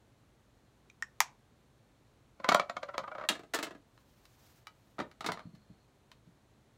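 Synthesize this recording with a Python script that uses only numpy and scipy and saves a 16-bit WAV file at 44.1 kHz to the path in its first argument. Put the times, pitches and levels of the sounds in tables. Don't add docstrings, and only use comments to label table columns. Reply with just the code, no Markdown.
import sys
import numpy as np
from scipy import signal
from scipy.fft import rfft, irfft
from scipy.io import wavfile
from scipy.ndimage import uniform_filter1d

SR = 44100
rng = np.random.default_rng(int(sys.argv[2]) if len(sys.argv) > 2 else 0)


def dump_mix(stems):
    frames = np.atleast_2d(stems).T
    limited = np.clip(frames, -1, 1)
    pcm = np.round(limited * 32767).astype(np.int16)
    wavfile.write(sys.argv[1], SR, pcm)


N = 298913


def gain_of(db):
    return 10 ** (np.asarray(db) / 20)


def unit_rms(x):
    return x / np.sqrt(np.mean(x ** 2) + 1e-20)


def log_interp(points, hz):
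    point_hz, value = np.transpose(points)
    return np.interp(np.log(hz + 1), np.log(point_hz + 1), value)


def add_blow(mix, start_s, sound, level_db):
    part = mix[round(start_s * SR):][:len(sound)]
    scale = gain_of(level_db) * np.sqrt(.02 * SR) / np.linalg.norm(sound)
    part += scale * sound[:len(part)]


def noise(colour):
    gains = gain_of(log_interp(colour, np.fft.rfftfreq(N, 1 / SR)))
    return unit_rms(irfft(rfft(rng.standard_normal(N)) * gains, N))


def hiss(envelope, colour, flutter_db=2.0):
    time_s, db = np.transpose(envelope)
    level_db = np.interp(np.arange(N) / SR, time_s, db, left=-120, right=-120)
    drift = uniform_filter1d(rng.standard_normal(N), size=1200)
    flutter = unit_rms(uniform_filter1d(drift, size=800))
    return noise(colour) * gain_of(level_db + flutter_db * flutter)


# frequency in Hz, T60 in seconds, relative level in dB.
ROOM_TAIL = [(150, .22, -1), (600, 0.3, 0), (1200, .22, -2), (3000, .19, -0.5), (7000, 0.17, 0),
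             (15000, 0.094, 1)]
# delay in seconds, gain.
EARLY_ECHOES = [(.0022, 0.11), (.0048, 0.067), (.0095, 0.18), (0.0114, .1), (.017, .08)]

def room(x, wet_db, build_s=.0042):
    count = SR // 3
    band_hz, t60_s, band_db = np.transpose(ROOM_TAIL)
    hz, frame_s, spectra = signal.stft(rng.standard_normal(count), SR, nperseg=256)
    start_db = log_interp(np.c_[band_hz, band_db], hz)[:, None]
    fall_db = 60 * frame_s / log_interp(np.c_[band_hz, t60_s], hz)[:, None]
    tail = signal.istft(spectra * gain_of(start_db - fall_db), SR, nperseg=256)[1][:count]
    t = np.arange(count) / SR
    early_clutter = 1 + 2.1 * np.exp(-t / .0097)
    tail *= (1 - np.exp(-(t / build_s) ** 2)) * early_clutter
    response = gain_of(wet_db) * tail / np.linalg.norm(tail)
    response[0] += 1
    for delay_s, gain in EARLY_ECHOES:
        response[round(delay_s * SR):][:7] += gain * signal.windows.hann(7) / 3
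    return signal.fftconvolve(x, response)


def minimum_phase(db):
    log_gain = np.log(gain_of(np.concatenate([db, db[-2:0:-1]])))
    return np.exp(np.conj(signal.hilbert(log_gain)))[:len(db)]


def contact_spectrum(contact_s, chatter, size):
    progress = np.arange(size) / SR / contact_s
    slips = rng.standard_normal(size) * np.sqrt(progress) * np.exp(-1.5 * progress)
    force = chatter * contact_s / .003 * slips / np.linalg.norm(slips)
    force[0] += 1
    spectrum = rfft(force)
    return spectrum / np.sqrt(uniform_filter1d(abs(spectrum) ** 2, size=120))


def knocks(rows, colour, modes, chatter, wet_db, spot_db=0, detune=0, size=8192):
    hz = np.fft.rfftfreq(size, 1 / SR)
    bass = 1 / (1 + (hz / 450) ** 4)
    treble = log_interp([(1500, .059), (4000, .82), (16000, 1.4)], hz)
    crossing_s = .0006
    dispersion = np.exp(-4j * np.pi * crossing_s * np.sqrt(hz * 1000))
    out = np.zeros(N)
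    for start_s, level_db, bass_db, treble_db, contact_s in rows:
        body_db = log_interp(colour, hz) + bass_db * bass + treble_db * treble
        for mode_hz, width_hz, peak_db in modes:
            spot, shift = rng.standard_normal(2)
            offset_hz = hz - mode_hz * (1 + detune * shift)
            body_db += (peak_db + spot_db * spot) / (1 + (2 * offset_hz / width_hz) ** 2)
        force = contact_spectrum(contact_s, chatter, size)
        ring = irfft(force * dispersion * minimum_phase(body_db))[:size // 2]
        add_blow(out, start_s, room(ring, wet_db), level_db)
    return out


def with_rebounds(rows, loss_db, gap_s=.016, dull_db=8, contact_s=.006):
    delays_s = gap_s * np.exp(.2 * rng.standard_normal(len(rows)))
    rebounds = [(start_s + delay_s, level_db - loss_db, bass_db, treble_db - dull_db, contact_s)
                for (start_s, level_db, bass_db, treble_db, _), delay_s in zip(rows, delays_s)]
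    return list(rows) + rebounds


# frequency in Hz, relative level in dB.
AIR_COLOUR = [(15, -42.5), (25, -16.5), (49, -4), (92, -8), (123, -1.5), (175, -12.5), (212, -8),
              (236, -10.5), (503, -16.5), (560, -16.5), (2690, -29.5), (4250, -30), (4870, -35.5),
              (6560, -34), (16000, -46)]

def room_air(level_db=-66):
    return gain_of(level_db) * noise(AIR_COLOUR)


# time in seconds, level in dB.
WHINE_ENVELOPE = [(5.3, -95), (5.42, -76), (5.52, -78), (5.62, -82), (5.8, -84), (5.95, -100)]
# frequency in Hz, relative level in dB.
WHINE_COLOUR = [(3500, -50), (4050, -11), (4250, -3), (4450, -9.5), (5000, -49.5)]

def whine():
    return hiss(WHINE_ENVELOPE, WHINE_COLOUR)


# time in seconds, level in dB.
RUB_ENVELOPE = [(3.8, -95), (4.0, -77), (4.31, -75), (4.4, -69.5), (4.58, -69.8), (4.66, -86.5), (4.9, -78),
                (5.1, -90)]
# frequency in Hz, relative level in dB.
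RUB_COLOUR = [(100, -13), (900, 6), (2500, 0.5), (6000, 1), (10000, -6.5), (14000, -1.5), (16000, -6)]

def hair_rub():
    return hiss(RUB_ENVELOPE, RUB_COLOUR)


# start in seconds, level in dB.
TABLE_BUMPS = [(3.013, -57), (5.294, -46), (5.325, -50), (5.454, -45.5), (5.534, -53.5), (5.565, -61),
               (5.698, -52.5), (6.274, -57)]
# frequency in Hz, relative level in dB, T60 in seconds.
TABLE_MODES = [(123.7, -1, 0.12), (169.4, 3, 0.091), (214, -5.5, 0.17), (298.5, -4, 0.06), (630, -20, .15)]

def table_bumps(rise_s=.0027):
    t, out = np.arange(8192) / SR, np.zeros(N)
    attack = 1 - np.exp(-t / rise_s)
    for start_s, level_db in TABLE_BUMPS:
        ring = sum(gain_of(db - 60 * t / t60_s) * np.sin(2 * np.pi * (hz * t + rng.random()))
                   for hz, db, t60_s in TABLE_MODES)
        add_blow(out, start_s, room(ring * attack, wet_db=-8), level_db)
    return out


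# start in seconds, level in dB, bass in dB, treble in dB, contact in seconds.
FINGER_TAPS = [(3.9773, -65, 0, -6, .0013), (4.2537, -63, 8.5, 10, .0027), (4.6698, -49, -7, 0, .0022),
               (5.114, -61, -5, 0, .0021), (5.549, -69, -2, 5, .007), (6.116, -57.5, 18, 3, .0025)]
# frequency in Hz, relative level in dB.
TAP_COLOUR = [(100, -19), (550, -14), (950, 0), (2000, -3), (3800, -4.5), (5500, -11), (8500, -21),
              (16000, -28)]
# frequency in Hz, width in Hz, gain in dB.
TAP_MODES = [(917, 240, 2.5), (1270, 32, 5), (1450, 100, 7), (1930, 170, 4.5), (2300, 96, 2.5),
             (3020, 130, 8.5), (3230, 460, -9), (4100, 310, 3.5)]

def finger_taps():
    return knocks(FINGER_TAPS, TAP_COLOUR, TAP_MODES, chatter=2.1, wet_db=-7.5, spot_db=2)


# start in seconds, level in dB, bass in dB, treble in dB, contact in seconds.
HEAP_KNOCKS = [(4.983, -44, -15, -14, .0032), (4.99, -39, 7, -3, .0021), (5.0, -34.5, 2, -6.5, .004),
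               (5.2075, -42.5, -3, 3.5, .003), (5.243, -39.5, -7, -2, .007), (5.262, -35.3, 1, 11, .0055),
               (5.287, -33, -1.5, -10, .0057), (5.3195, -39.5, -20, 7, .0017), (5.373, -48, -10, -11, .002),
               (5.393, -49.5, -10, -5, .002)]
# frequency in Hz, relative level in dB.
HEAP_COLOUR = [(41, -59), (70, -13.5), (208, 1.5), (483, -3), (679, -5), (834, -4), (1280, 0.5), (1610, -8),
               (3190, -15), (3820, -12), (5140, -18.5), (14000, -39.5), (16000, -41)]
# frequency in Hz, width in Hz, gain in dB.
HEAP_MODES = [(396, 59, 1.4), (654, 100, 7), (973, 86, 5.7), (1370, 73, 3), (2030, 290, 6.4),
              (3900, 280, 2.6)]

def rummage():
    contacts = with_rebounds(HEAP_KNOCKS, loss_db=12)
    return knocks(contacts, HEAP_COLOUR, HEAP_MODES, chatter=3, wet_db=-5, spot_db=1.2, detune=.034)


# start in seconds, level in dB, bass in dB, treble in dB, contact in seconds.
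CASE_KNOCKS = [(3.298, -34.5, 8.5, -1, .011), (3.536, -31, -2, 4, .012), (3.546, -36, 1, 14, .0026),
               (3.5875, -37.5, 5, .5, .0038), (3.627, -36, 3, 8, .008)]
# start in seconds, level in dB, treble in dB.
CASE_WOBBLES = [(3.351, -47, -2), (3.666, -44.5, -6)]
# frequency in Hz, relative level in dB.
CASE_COLOUR = [(70, -28), (180, -9), (290, -4), (550, -3), (1400, 2.5), (2400, -3), (3700, -6.5),
               (5200, -12), (7600, -15), (10000, -22), (16000, -27)]
# frequency in Hz, width in Hz, gain in dB.
CASE_MODES = [(306, 90, 9), (440, 63, 7.4), (659, 120, 11), (1266, 99, 5), (1721, 100, 3.9), (1950, 120, 3),
              (4250, 330, 3), (7700, 370, 3)]

def case_clatter(gap_s=.0412, fade_db=3.8, bass_db=4, deepen_db=7, contact_s=.006):
    wobbles = [(start_s + k * gap_s, level_db - k * fade_db, bass_db + k * deepen_db, treble_db, contact_s)
               for start_s, level_db, treble_db in CASE_WOBBLES for k in range(3)]
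    contacts = with_rebounds(CASE_KNOCKS, loss_db=11) + wobbles
    return knocks(contacts, CASE_COLOUR, CASE_MODES, chatter=4.5, wet_db=-4.5, spot_db=.04, detune=.017)


# start in seconds, level in dB, bass in dB, treble in dB, contact in seconds.
LID_CLACK = [(3.288, -26.5, -5, 0, .0035)]
# frequency in Hz, relative level in dB.
LID_COLOUR = [(100, -35), (300, -19.5), (1000, -9), (2300, -8.5), (3600, -6), (5000, -15), (7500, -13),
              (10000, -19), (16000, -29)]
# frequency in Hz, width in Hz, gain in dB.
LID_MODES = [(1620, 200, 5), (2870, 260, 5.5), (3050, 250, -4.5), (3640, 600, 6), (4250, 400, 4),
             (7500, 550, 3.5)]

def lid_clack():
    return knocks(LID_CLACK, LID_COLOUR, LID_MODES, chatter=4.3, wet_db=-4.5)


# start in seconds, level in dB, bass in dB, treble in dB, contact in seconds.
TUBE_TICK = [(.8995, -60, 0, 0, .0017)]
CAP_PING = [(1.0243, -35.5, -1, -3, .0004)]
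CAP_SNAP = [(1.2042, -28, -6, 6, .0004), (1.2046, -25.3, -6, -5, .0006), (1.2057, -33, -6, 2.5, .0006)]
# frequency in Hz, relative level in dB.
CAP_COLOUR = [(100, -46), (600, -30.5), (1100, -13), (1800, -10), (2600, -17), (4200, -27), (5400, -20),
              (7500, -18), (9500, -33.5), (16000, -36)]
SNAP_COLOUR = [(100, -39.5), (330, -31.5), (620, -15), (850, -4.5), (1400, -5.5), (2300, -8.5),
               (2800, -11.5), (4200, -12.5), (7000, -11), (9000, -20.5), (14000, -21), (16000, -31)]
# frequency in Hz, width in Hz, gain in dB.
TUBE_MODES = [(1760, 460, -9), (2420, 520, 22), (3740, 500, 18), (6060, 760, 14)]
CAP_MODES = [(1449, 220, 4.5), (1843, 230, 18), (5500, 700, 8), (7360, 300, 5.5)]
SNAP_MODES = [(950, 200, 4), (1260, 230, 5.5), (1650, 250, -3), (2010, 88, 2.5), (2340, 350, 5.5),
              (5590, 260, 5.5), (6300, 120, -3.5), (6300, 250, 4.5), (13800, 300, 5)]

def tube_and_cap():
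    tick = knocks(TUBE_TICK, CAP_COLOUR, TUBE_MODES, chatter=2.8, wet_db=-17)
    ping = knocks(CAP_PING, CAP_COLOUR, CAP_MODES, chatter=3, wet_db=-13)
    snap = knocks(CAP_SNAP, SNAP_COLOUR, SNAP_MODES, chatter=5, wet_db=-12)
    return tick + ping + snap


def rocking(start_s=2.6985, swing_s=.0705, swing_ratio=.9142, bass_db=-4):
    slap_db, slap_treble_db, slap_s = -37, -2, .003
    roll_db, roll_treble_db, roll_share = -42.5, -14, .15
    far_rim_db = -46.5
    rows = []
    for k in range(13):
        slap = 1 / (1 + (k / 2.3) ** 6)
        level_db = roll_db + slap * (slap_db - roll_db)
        treble_db = roll_treble_db + slap * (slap_treble_db - roll_treble_db)
        contact_s = slap * slap_s + (1 - slap) * roll_share * swing_s
        touch_s = start_s - .7 * contact_s
        rows.append((touch_s, level_db, bass_db, treble_db, contact_s))
        if swing_s < .031:
            rows.append((touch_s + swing_s / 2, far_rim_db, bass_db, treble_db, contact_s))
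        start_s += swing_s
        swing_s *= swing_ratio
    return rows


# frequency in Hz, relative level in dB.
ROLL_COLOUR = [(100, -25), (400, -10), (600, 0), (1300, -2), (2200, -11.5), (4500, -24.5), (9000, -42),
               (16000, -55)]

def rim_roll(contacts, trim_db=-11, swell_s=.0048):
    t, pressure = np.arange(N) / SR, np.zeros(N)
    for start_s, level_db, _, _, contact_s in contacts:
        peak = gain_of(level_db + trim_db) * np.sqrt(contact_s / .0032)
        pressure += peak * np.exp(-abs(t - start_s) / swell_s)
    return pressure * noise(ROLL_COLOUR)


# start in seconds, level in dB, bass in dB, treble in dB, contact in seconds.
JAR_KNOCKS = [(2.399, -49, 11, -5, .0049), (2.4438, -33, -2, -2.5, .0028), (2.4885, -22.7, 3, 6, .0042),
              (2.517, -28, -14, -7, .0029), (2.5215, -29, 8, 5.5, .003), (2.5458, -30, -4, 16.5, .0014),
              (2.5478, -21, -1, -3.5, .00076), (2.5965, -27.5, -4, -2, .0024), (2.98, -33, 0, 5.5, .0015)]
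# frequency in Hz, relative level in dB.
JAR_COLOUR = [(60, -32.5), (170, -5), (420, -6.5), (620, 2.5), (850, -4), (1250, -5), (1700, -8),
              (2200, -9), (2700, -13.5), (4000, -13.5), (6500, -24), (9500, -35.5), (16000, -44)]
# frequency in Hz, width in Hz, gain in dB.
JAR_MODES = [(571, 43, 11), (690, 33, 4.6), (990, 44, 10), (1125, 100, 8), (1275, 100, 11),
             (1424, 100, 9.1), (1912, 130, 4.1), (2290, 83, 5.9), (3170, 220, 3), (4300, 300, 3),
             (6200, 250, 1.4), (7100, 300, 4)]

def jar():
    contacts = with_rebounds(JAR_KNOCKS, loss_db=15) + rocking()
    ring = knocks(contacts, JAR_COLOUR, JAR_MODES, chatter=4.2, wet_db=-10.3, spot_db=4, detune=.029)
    return ring + rim_roll(contacts)


def scene():
    handling = tube_and_cap() + jar() + lid_clack() + case_clatter() + rummage() + finger_taps()
    background = hair_rub() + whine() + room_air()
    return (handling + background + table_bumps())[None]


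def record(dry, low_hz=35, high_hz=15900):
    highpass = signal.butter(2, low_hz, "highpass", fs=SR, output="sos")
    lowpass = signal.firwin(511, high_hz, window=("kaiser", 9), fs=SR)
    return signal.oaconvolve(signal.sosfilt(highpass, dry), lowpass[None], "same")


dry = scene()
out = record(dry)
dump_mix(out)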